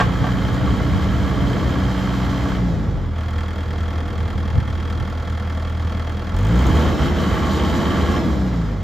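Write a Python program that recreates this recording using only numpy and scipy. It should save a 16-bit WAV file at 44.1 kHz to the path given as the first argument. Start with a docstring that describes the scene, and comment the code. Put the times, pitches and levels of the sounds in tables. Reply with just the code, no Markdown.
"""Diesel backhoe in an open yard

A four-cylinder engine holds a raised speed, coasts down to idle, revs up and coasts again.
Knocks and ticks at each firing excite resonances and shaped noise; tones follow exhaust, fan and gear pump.
A loose panel slaps, the bucket linkage clanks, and shaped noise gives air rush and wind at two ports."""
import sys
import numpy as np
from scipy import signal
from scipy.fft import rfft, irfft, next_fast_len
from scipy.io import wavfile
from scipy.ndimage import uniform_filter1d

SR = 44100
rng = np.random.default_rng(int(sys.argv[2]) if len(sys.argv) > 2 else 0)


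def to_wav(sig):
    """Store sig (one row per channel, or 1-D mono) as 16-bit WAV at the path in sys.argv[1].

    Samples outside -1..1 are clipped; the rate is SR.
    """
    pcm = np.clip(np.atleast_2d(sig), -1, 1) * 32767
    pcm = np.round(pcm).astype(np.int16)
    wavfile.write(sys.argv[1], SR, pcm.T)  # frames by channels


N = 389403
T = np.arange(N) / SR

IDLE_FIRINGS_PER_S = 40
FIRST_FIRING = .1  # share of a firing interval
# modes of block and hood: (frequency [Hz], width [Hz], relative level [dB])
BLOCK_MODES = [(200, 30, 7), (360, 40, 0), (485, 50, 1), (550, 60, 0), (650, 50, -4), (745, 40, -2),
               (864, 25, -3), (1087, 30, -4), (1160, 60, -5), (1244, 40, -4), (1335, 70, -5),
               (1570, 40, -7), (1655, 20, -4), (1770, 40, -5), (2060, 70, -10), (2346, 25, -13)]


def amp(db):
    """Amplitude ratio of a level in dB."""
    return 10 ** (np.asarray(db) / 20)


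def evened(x):
    """Scales to rms 1."""
    return x / np.sqrt(np.mean(x ** 2) + 1e-20)


def read(points, hz):
    """Spectrum points joined on a log-frequency axis."""
    f, value = np.transpose(points)
    return np.interp(np.log(hz + 1), np.log(f + 1), value)


def curves(rows):
    """Each column of a time table at every sample."""
    s, *columns = np.transpose(rows)
    return [np.interp(T, s, c) for c in columns]


def coloured(x, points):
    """Filters by a spectrum; rms 1."""
    size = next_fast_len(len(x))
    gain = amp(read(points, np.fft.rfftfreq(size, 1 / SR)))
    return evened(irfft(rfft(x, size) * gain, size)[:len(x)])


def ring(x, hz, width_hz):
    """A two-pole resonance of gain near 1."""
    r = np.exp(-np.pi * width_hz / SR)
    return signal.lfilter([1 - r, 0, r - 1], [1, -2 * r * np.cos(2 * np.pi * hz / SR), r * r], x)


def body(drive, modes):
    """A driven body rings in its modes, alternating in sign; rms 1."""
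    return evened(sum((-1) ** k * amp(db) * ring(drive, hz, width_hz)
                      for k, (hz, width_hz, db) in enumerate(modes)))


def wander(per_s):
    """Slow random curve of rms 1."""
    size = int(SR / per_s)
    return evened(uniform_filter1d(uniform_filter1d(rng.standard_normal(N), size), size))


def doublings(rate):
    """Doublings of speed above idle."""
    return np.log2(rate / IDLE_FIRINGS_PER_S)


def fuel(rate):
    """Share of full fuel that speeding up asks for, and share of the cut that slowing down brings."""
    lag_s = .025  # the burn follows late
    full_change = 40  # firings per s gained or lost each second at full fuel or no fuel
    late = np.interp(T - lag_s, T, rate)
    change = uniform_filter1d(np.gradient(late) * SR, size=SR // 30) / full_change
    return np.clip(change, 0, 1), np.clip(-change, 0, 1)


def governed(rate, law_db):
    """A level that changes with speed and follows the fuel."""
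    idle_db, doubling_db, full_db, cut_db = law_db
    full, cut = fuel(rate)
    return idle_db + doubling_db * doublings(rate) + full_db * full + cut_db * cut


def knock(firings, knock_db):
    """Each firing strikes the casting, rings the gas and sets off a short rattle, partly the cylinder's own."""
    # knock strength at idle in firing order: (level [dB])
    cylinder_db = [0.63, 0.82, 0.75, 2.24]
    # rattle spectrum: (frequency [Hz], relative density [dB per Hz])
    rattle_colour = [(100, -39), (200, 15.5), (400, -17), (700, 12.5), (1500, -114), (2200, -8.5),
                     (2700, -6), (3500, -12.5), (4400, -8), (7000, -22.5), (9000, -30), (12000, -27.5),
                     (16000, -56)]
    # burning gas ringing in the cylinder:
    # (frequency [Hz], width [Hz], relative level at idle [dB], rise per doubling of speed [dB])
    chamber_modes = [(2930, 70, -11, 20), (3168, 55, -3, 11), (3265, 70, 0, -1), (4380, 250, -5, 0)]
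    # covers that one end of the engine rings harder:
    # (frequency [Hz], width [Hz], relative level [dB], place in the firing order that strikes hardest [firings])
    cover_modes = [(1330, 60, -3, 1), (1775, 60, 3, 3.6), (745, 40, -3, 0), (866, 11, 6, 0),
                   (545, 40, -1, 0)]
    habit_share = .55  # power share of the rattle that a cylinder repeats alike
    uneven_per_doubling = .66  # growth of the cylinders' inequality
    far_end_db = -14  # cover strike from the firing opposite in the order
    gas_db, gas_far_db, gas_place = 4.2, -5.5, 3.4  # ring, loss for the weakest firing, strongest place

    index = np.floor(firings - FIRST_FIRING).astype(int)
    rate = np.gradient(firings) * SR
    uneven = 1 + uneven_per_doubling * doublings(rate)
    size_db = uneven * np.take(cylinder_db, index % 4) + 1.4 * rng.standard_normal(N)
    strikes = np.diff(index, prepend=index[0])
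    blow = strikes * amp(size_db + knock_db) / np.sqrt(rate / rate.mean())  # same power at any speed

    def favouring(place, far_db):
        """Blows weakened away from a place in the firing order."""
        return blow * amp(far_db * np.sin(np.pi * (index - place) / 4) ** 2)

    t = T[:1500]
    swell = (1 - np.exp(-t / .0063)) * np.exp(-t / .0043)
    habits = swell * rng.standard_normal((4, len(t)))
    alike = sum(signal.oaconvolve(blow * (index % 4 == k), habit)[:N] for k, habit in enumerate(habits))
    new = signal.oaconvolve(blow, swell)[:N] * rng.standard_normal(N)
    rattle = np.sqrt(habit_share) * evened(alike) + np.sqrt(1 - habit_share) * evened(new)

    casting = body(.8 * ring(evened(blow), 900, 1500) + .55 * rattle, BLOCK_MODES)
    covers = evened(sum(amp(db) * ring(favouring(place, far_end_db), hz, width_hz)
                        for hz, width_hz, db, place in cover_modes))
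    gas_drive = evened(favouring(gas_place, gas_far_db)) + .2 * rattle
    gas_drive = ring(ring(gas_drive, 3200, 900), 3200, 600)  # builds up over a few cycles of the ring
    gas = evened(sum((-1) ** k * amp(db + rise_db * doublings(rate)) * ring(gas_drive, hz, width_hz)
                     for k, (hz, width_hz, db, rise_db) in enumerate(chamber_modes)))

    scale = np.sqrt(np.mean(amp(knock_db) ** 2))
    rattle_noise = coloured(rattle, rattle_colour)
    return scale * (amp(11.0) * casting + amp(4.5) * covers + amp(gas_db) * gas + amp(6.0) * rattle_noise)


def clatter(firings, clatter_db):
    """Valve gear, belts and cooling air: dense noise, throbbing weakly with the pistons."""
    # (frequency [Hz], relative density [dB per Hz])
    clatter_colour = [(200, -20), (400, -4.5), (800, -2), (1000, -1.5), (1300, -3.5), (2000, -7),
                      (2700, -17.5), (3300, -12.5), (4500, -25.5), (7500, -32.5), (9000, -54), (12000, -33),
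                      (16000, -50)]
    throb = 1 + .091 * np.cos(2 * np.pi * (firings - .6))
    drive = throb * amp(.77 * wander(74)) * rng.standard_normal(N)
    return amp(clatter_db - 2) * (coloured(drive, clatter_colour) + amp(-6) * body(drive, BLOCK_MODES))


def slap(firings, slap_db):
    """A loose panel slaps once per cycle of four firings; at top speed every firing keeps it buzzing instead."""
    # loose hood panel: (frequency [Hz], width [Hz], relative level [dB])
    panel_modes = [(1087, 20, 0), (1150, 60, -4), (1571, 30, -11), (1653, 14, -3), (2346, 20, -13)]
    # slap gives way to buzz between: (firing rate [per s])
    fade_firings_per_s = (66, 76)
    slap_at = 1.2  # firings into the cycle
    cycle = np.floor((firings - slap_at) / 4)
    firing = np.floor(firings - slap_at)
    hits = np.diff(cycle, prepend=cycle[0]) * amp(1.2 * rng.standard_normal(N))
    taps = np.diff(firing, prepend=firing[0]) * amp(4.4 * rng.standard_normal(N))
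    buzzing = np.interp(np.gradient(firings) * SR, fade_firings_per_s, (0, 1))
    drive = (1 - .6 * buzzing) * evened(hits) + .35 * buzzing * evened(taps)
    drive = drive + (.35 + .45 * buzzing) * rng.standard_normal(N)
    return amp(slap_db) * body(drive, panel_modes)


def pump(firings, pressure_db):
    """Tooth meshes of the crank-driven gear pump, heard through its case; each overtone swells and fades."""
    # case response, before pressure and overtone offsets: (frequency [Hz], level [dB rms])
    case_db = [(600, -54), (1500, -58), (2000, -62), (2400, -62), (2670, -57), (2950, -58), (3250, -47),
               (3600, -61), (4100, -58), (4330, -55), (4550, -58), (4800, -56), (5000, -57), (5270, -50),
               (5450, -57), (5600, -55), (5800, -62), (6100, -58), (6800, -64), (7150, -61), (7600, -67),
               (11000, -90)]
    # harmonics of the tooth mesh from the first up: (offset [dB])
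    overtone_db = [0, 0, 5, 0, -4, -2, -1, -2, -5, -4, -2, -5, -6, -8]
    teeth_per_firing = 11.5
    mesh = teeth_per_firing * firings
    mesh_hz = teeth_per_firing * np.gradient(firings) * SR
    out = np.zeros(N)
    for k, mesh_db in enumerate(overtone_db, 1):
        level_db = read(case_db, k * mesh_hz) + pressure_db + mesh_db + 1.6 * wander(25)
        out += np.sqrt(2) * amp(level_db) * np.cos(2 * np.pi * (k * mesh + rng.random()))
    return out


def ticks(firings, tick_db):
    """The injectors snap open: a sharp bright tick just ahead of each knock."""
    # lead on the knock: (share at idle [firing intervals], rise per doubling of speed [firing intervals])
    tick_lead = (.08, .18)
    # (frequency [Hz], relative density [dB per Hz])
    tick_colour = [(2500, -40), (4500, -26), (6500, 11), (9000, 1), (12000, -6), (16000, 1)]
    lead = tick_lead[0] + tick_lead[1] * doublings(np.gradient(firings) * SR)
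    index = np.floor(firings - FIRST_FIRING + lead)
    snap = np.diff(index, prepend=index[0]) * amp(3.5 * rng.standard_normal(N))
    t = T[:800]
    burst = signal.oaconvolve(snap, (1 - np.exp(-t / .001)) * np.exp(-t / .004))[:N]
    return amp(tick_db) * coloured(burst * rng.standard_normal(N), tick_colour)


def clanks():
    """The bucket linkage takes up slack: a short scrape of steel rings its modes, with a crash of noise."""
    # (time [s], level [dB])
    clank_times = [(0.001, -17), (0.009, -19), (0.209, -37.5), (0.241, -28), (0.267, -31)]
    # linkage modes: (frequency [Hz], relative level [dB], t60 [s])
    linkage_modes = [(180, 3, .06), (480, -2, .04), (740, 3, 0.05), (860, -2, .14), (1150, 4, 0.05),
                     (1575, 1, 0.06), (1800, -2, .05), (2270, -12, 0.05), (2840, -18, 0.05)]
    scrape_s = .0039  # decay time constant
    out, t = np.zeros(N), T[:SR // 4]
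    rings = sum(amp(db - 60 * t / t60_s) * np.sin(2 * np.pi * hz * t) for hz, db, t60_s in linkage_modes)
    for s, level_db in clank_times:
        scrape = rng.standard_normal(len(t)) * np.exp(-t / scrape_s)
        crash_noise = ring(ring(rng.standard_normal(len(t)), 720, 1400), 720, 1700)
        crash = evened(crash_noise) * amp(-1.5 - 60 * t / .13)
        ringing = signal.oaconvolve(scrape / np.linalg.norm(scrape), rings)[:len(t)]
        out[round(s * SR):][:len(t)] += amp(level_db) * (ringing + crash)
    return out


def hiss(hiss_db):
    """Cooling air through the radiator, rising steeply with fan speed."""
    # (frequency [Hz], relative density [dB per Hz])
    hiss_colour = [(2500, -30), (3800, 7), (5000, -1), (7500, -2.5), (9000, -20), (12000, -7.5),
                   (16000, -20)]
    return amp(hiss_db + 1.4 * wander(40)) * coloured(rng.standard_normal(N), hiss_colour)


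def yard(x):
    """Scattered echoes from ground, earth heaps and parked machines, other ones at each port."""
    echoes_per_s, t60_s, first_echo_s = 2000, .35, .004
    t = T[:SR // 3]
    fade = amp(-60 * t / t60_s) * (t > first_echo_s)
    taps = rng.standard_normal((2, len(t))) * (rng.random((2, len(t))) < echoes_per_s / SR) * fade
    return signal.oaconvolve(x[None], taps / np.linalg.norm(taps, axis=1, keepdims=True), axes=1)[:, :N]


def hum(firings, rate):
    """Tones of the exhaust and of nine fan blades, wavering a little."""
    # exhaust pipe response, before the offsets of each tone: (frequency [Hz], level [dB rms])
    pipe_db = [(40, -27), (60, -24), (80, -24.5), (100, -24.5), (125, -29), (155, -34.5), (175, -24.5),
               (190, -26), (235, -40.5), (285, -30), (400, -52)]
    # exhaust tones: (multiple of the firing rate, offset [dB], change near idle [dB],
    # change at full fuel [dB], change with the fuel cut [dB])
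    exhaust_orders = [(1, -3.5, -3, 11.5, 3), (2, 0.55, 0, 5.5, -2), (2.5, -4, -11, 1.5, 0),
                      (3, -1, -7.5, 4.5, 4.5), (4, -10, -6, 3, 1), (5, -13.5, 3.5, 4, 3.5)]
    # blade tone through the grille, before waver: (frequency [Hz], level [dB rms])
    fan_db = [(180, -51), (250, -40.5), (284, -31), (310, -28), (350, -35)]
    blades_per_firing = 4.5
    near_idle = np.clip(1 - 2 * doublings(rate), 0, 1)
    full, cut = fuel(rate)
    tones = [(k, read(pipe_db, k * rate) + db + soft_db * near_idle + full_db * full + cut_db * cut)
             for k, db, soft_db, full_db, cut_db in exhaust_orders]
    tones.append((blades_per_firing, read(fan_db, blades_per_firing * rate)))
    out = np.zeros(N)
    for k, level_db in tones:
        level_db = level_db + 1.5 * wander(20)
        out += np.sqrt(2) * amp(level_db) * np.cos(2 * np.pi * (k * firings + .2977 * k * k))
    return out


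def rumble(rush_db, wind_db):
    """Low air noise mostly alike at both ports, and lumpy wind that partly differs between them."""
    # (frequency [Hz], relative density [dB per Hz])
    rush_colour = [(20, -61), (42, -1), (60, 6), (85, 4.5), (140, -1), (200, 2), (290, -0.5), (380, -7),
                   (500, -8), (900, -18), (2000, -100)]
    # (frequency [Hz], relative density [dB per Hz])
    wind_colour = [(20, -50), (32, -24), (45, -6), (60, 0), (110, 0), (170, -12), (300, -35), (700, -100)]
    # puffs of wind: (time of peak [s], level [dB])
    gust_times = [(0.07, -32), (0.22, -20.5), (0.95, -21), (4.15, -45), (4.36, -30), (4.57, -16.5),
                  (5.019, -25), (6.7, -24), (7.33, -24), (8.27, -25)]
    gust_s = .02  # peak to 1/e
    rush, rush_left, rush_right = (coloured(rng.standard_normal(N), rush_colour) for _ in range(3))
    gust, gust_left, gust_right = (coloured(rng.standard_normal(N), wind_colour) * amp(2.0 * wander(16))
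                                   for _ in range(3))
    rush = rush + .45 * np.array([rush_left, rush_right])
    gust = gust + .65 * np.array([gust_left, gust_right])
    puffs = sum(amp(db) * np.exp(-((T - s) / gust_s) ** 2) for s, db in gust_times)
    steady_rush = amp(rush_db + 1.2 * wander(2.7)) * rush
    return steady_rush + (amp(wind_db) + puffs) * gust + .15 * puffs * rush


def scene():
    """All of the machine stands in one place; yard echoes, hum, air rush and wind are added."""
    # (time [s], firing rate [per s])
    speed = [(0, 58.9), (.65, 63.02), (1.5, 62.93), (2.56, 62.76), (2.78, 53.5), (3.13, 40.15), (4.5, 40.2),
             (5.5, 40.13), (6.32, 40.3), (6.48, 53.8), (6.66, 66.4), (6.82, 76.6), (6.88, 78.4),
             (6.96, 76.3), (7.045, 78.3), (7.13, 76.7), (7.24, 77.9), (8.16, 77.7), (8.2, 76.2),
             (8.4, 65.3), (8.6, 56.6), (8.83, 46.8)]
    # oil pressure at the pump: (time [s], offset [dB])
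    pressure = [(0, -10), (.5, -7), (1, -3), (2.5, -3), (2.72, -2), (3.0, -10), (3.2, -13), (6.3, -13),
                (6.5, -5), (6.8, 1), (7.18, 1), (7.25, -11), (8.07, -10), (8.11, 3), (8.25, 0), (8.4, -2),
                (8.83, -7)]
    # wind at the ports, before its variations: (time [s], level [dB])
    wind = [(0, -28), (.6, -25), (1.1, -23.5), (2.4, -30), (2.9, -28), (3.6, -45), (4.6, -29), (5.6, -42),
            (6.3, -47), (6.7, -28), (7.3, -50), (7.6, -61), (8.83, -56)]
    # level laws, before each source's own offsets: (level at idle [dB], rise per doubling of speed [dB],
    # change at full fuel [dB], change with the fuel cut [dB])
    knock_law = (-48.5, 0.5, 1.5, -11.5)
    clatter_law = (-38.5, 10.5, 2, -3.5)
    slap_law = (-48, 12.5, 0, -5.5)
    tick_law = (-61, -5, 13, -19)
    hiss_law = (-60, 18.5, 0.5, -2.5)
    rush_law = (-33.5, 13.5, 1.5, 0.7)

    rate, = curves(speed)
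    firings = np.cumsum(rate) / SR
    machine = knock(firings, governed(rate, knock_law))
    machine += clatter(firings, governed(rate, clatter_law))
    machine += slap(firings, governed(rate, slap_law))
    machine += pump(firings, *curves(pressure))
    machine += ticks(firings, governed(rate, tick_law))
    machine += clanks()
    machine += hiss(governed(rate, hiss_law))
    air = rumble(governed(rate, rush_law), *curves(wind))
    return machine + amp(-8.5) * yard(machine) + hum(firings, rate) + air


def record(dry):
    """Two small close ports lose the deepest bass and differ in phase and level; then the band limit."""
    # (frequency [Hz], phase lead of the left port [rad])
    port_phase = [(2000, 0), (3500, .5), (5300, -.4), (7400, 0), (8900, -3.1), (11000, -6.3), (13100, -9.4),
                  (15200, -12.6)]
    # (frequency [Hz], left over right [dB])
    port_db = [(60, -0.5), (180, 0), (550, -2), (1650, -1), (4970, 0.5), (15000, -0.5)]
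    edge_hz = 15800
    dry = signal.sosfilt(signal.butter(3, 34, "high", fs=SR, output="sos"), dry)
    size = next_fast_len(N + SR // 10)
    hz = np.fft.rfftfreq(size, 1 / SR)
    half = np.exp(.5j * read(port_phase, hz)) * amp(read(port_db, hz) / 2)  # half the difference to each port
    ports = irfft(rfft(dry, size) * np.array([half, 1 / half]), size)[:, :N]
    low_pass = signal.firwin(511, edge_hz, window=("kaiser", 9), fs=SR)
    return signal.oaconvolve(ports, low_pass[None], "same")


dry = scene()
out = record(dry)
to_wav(out)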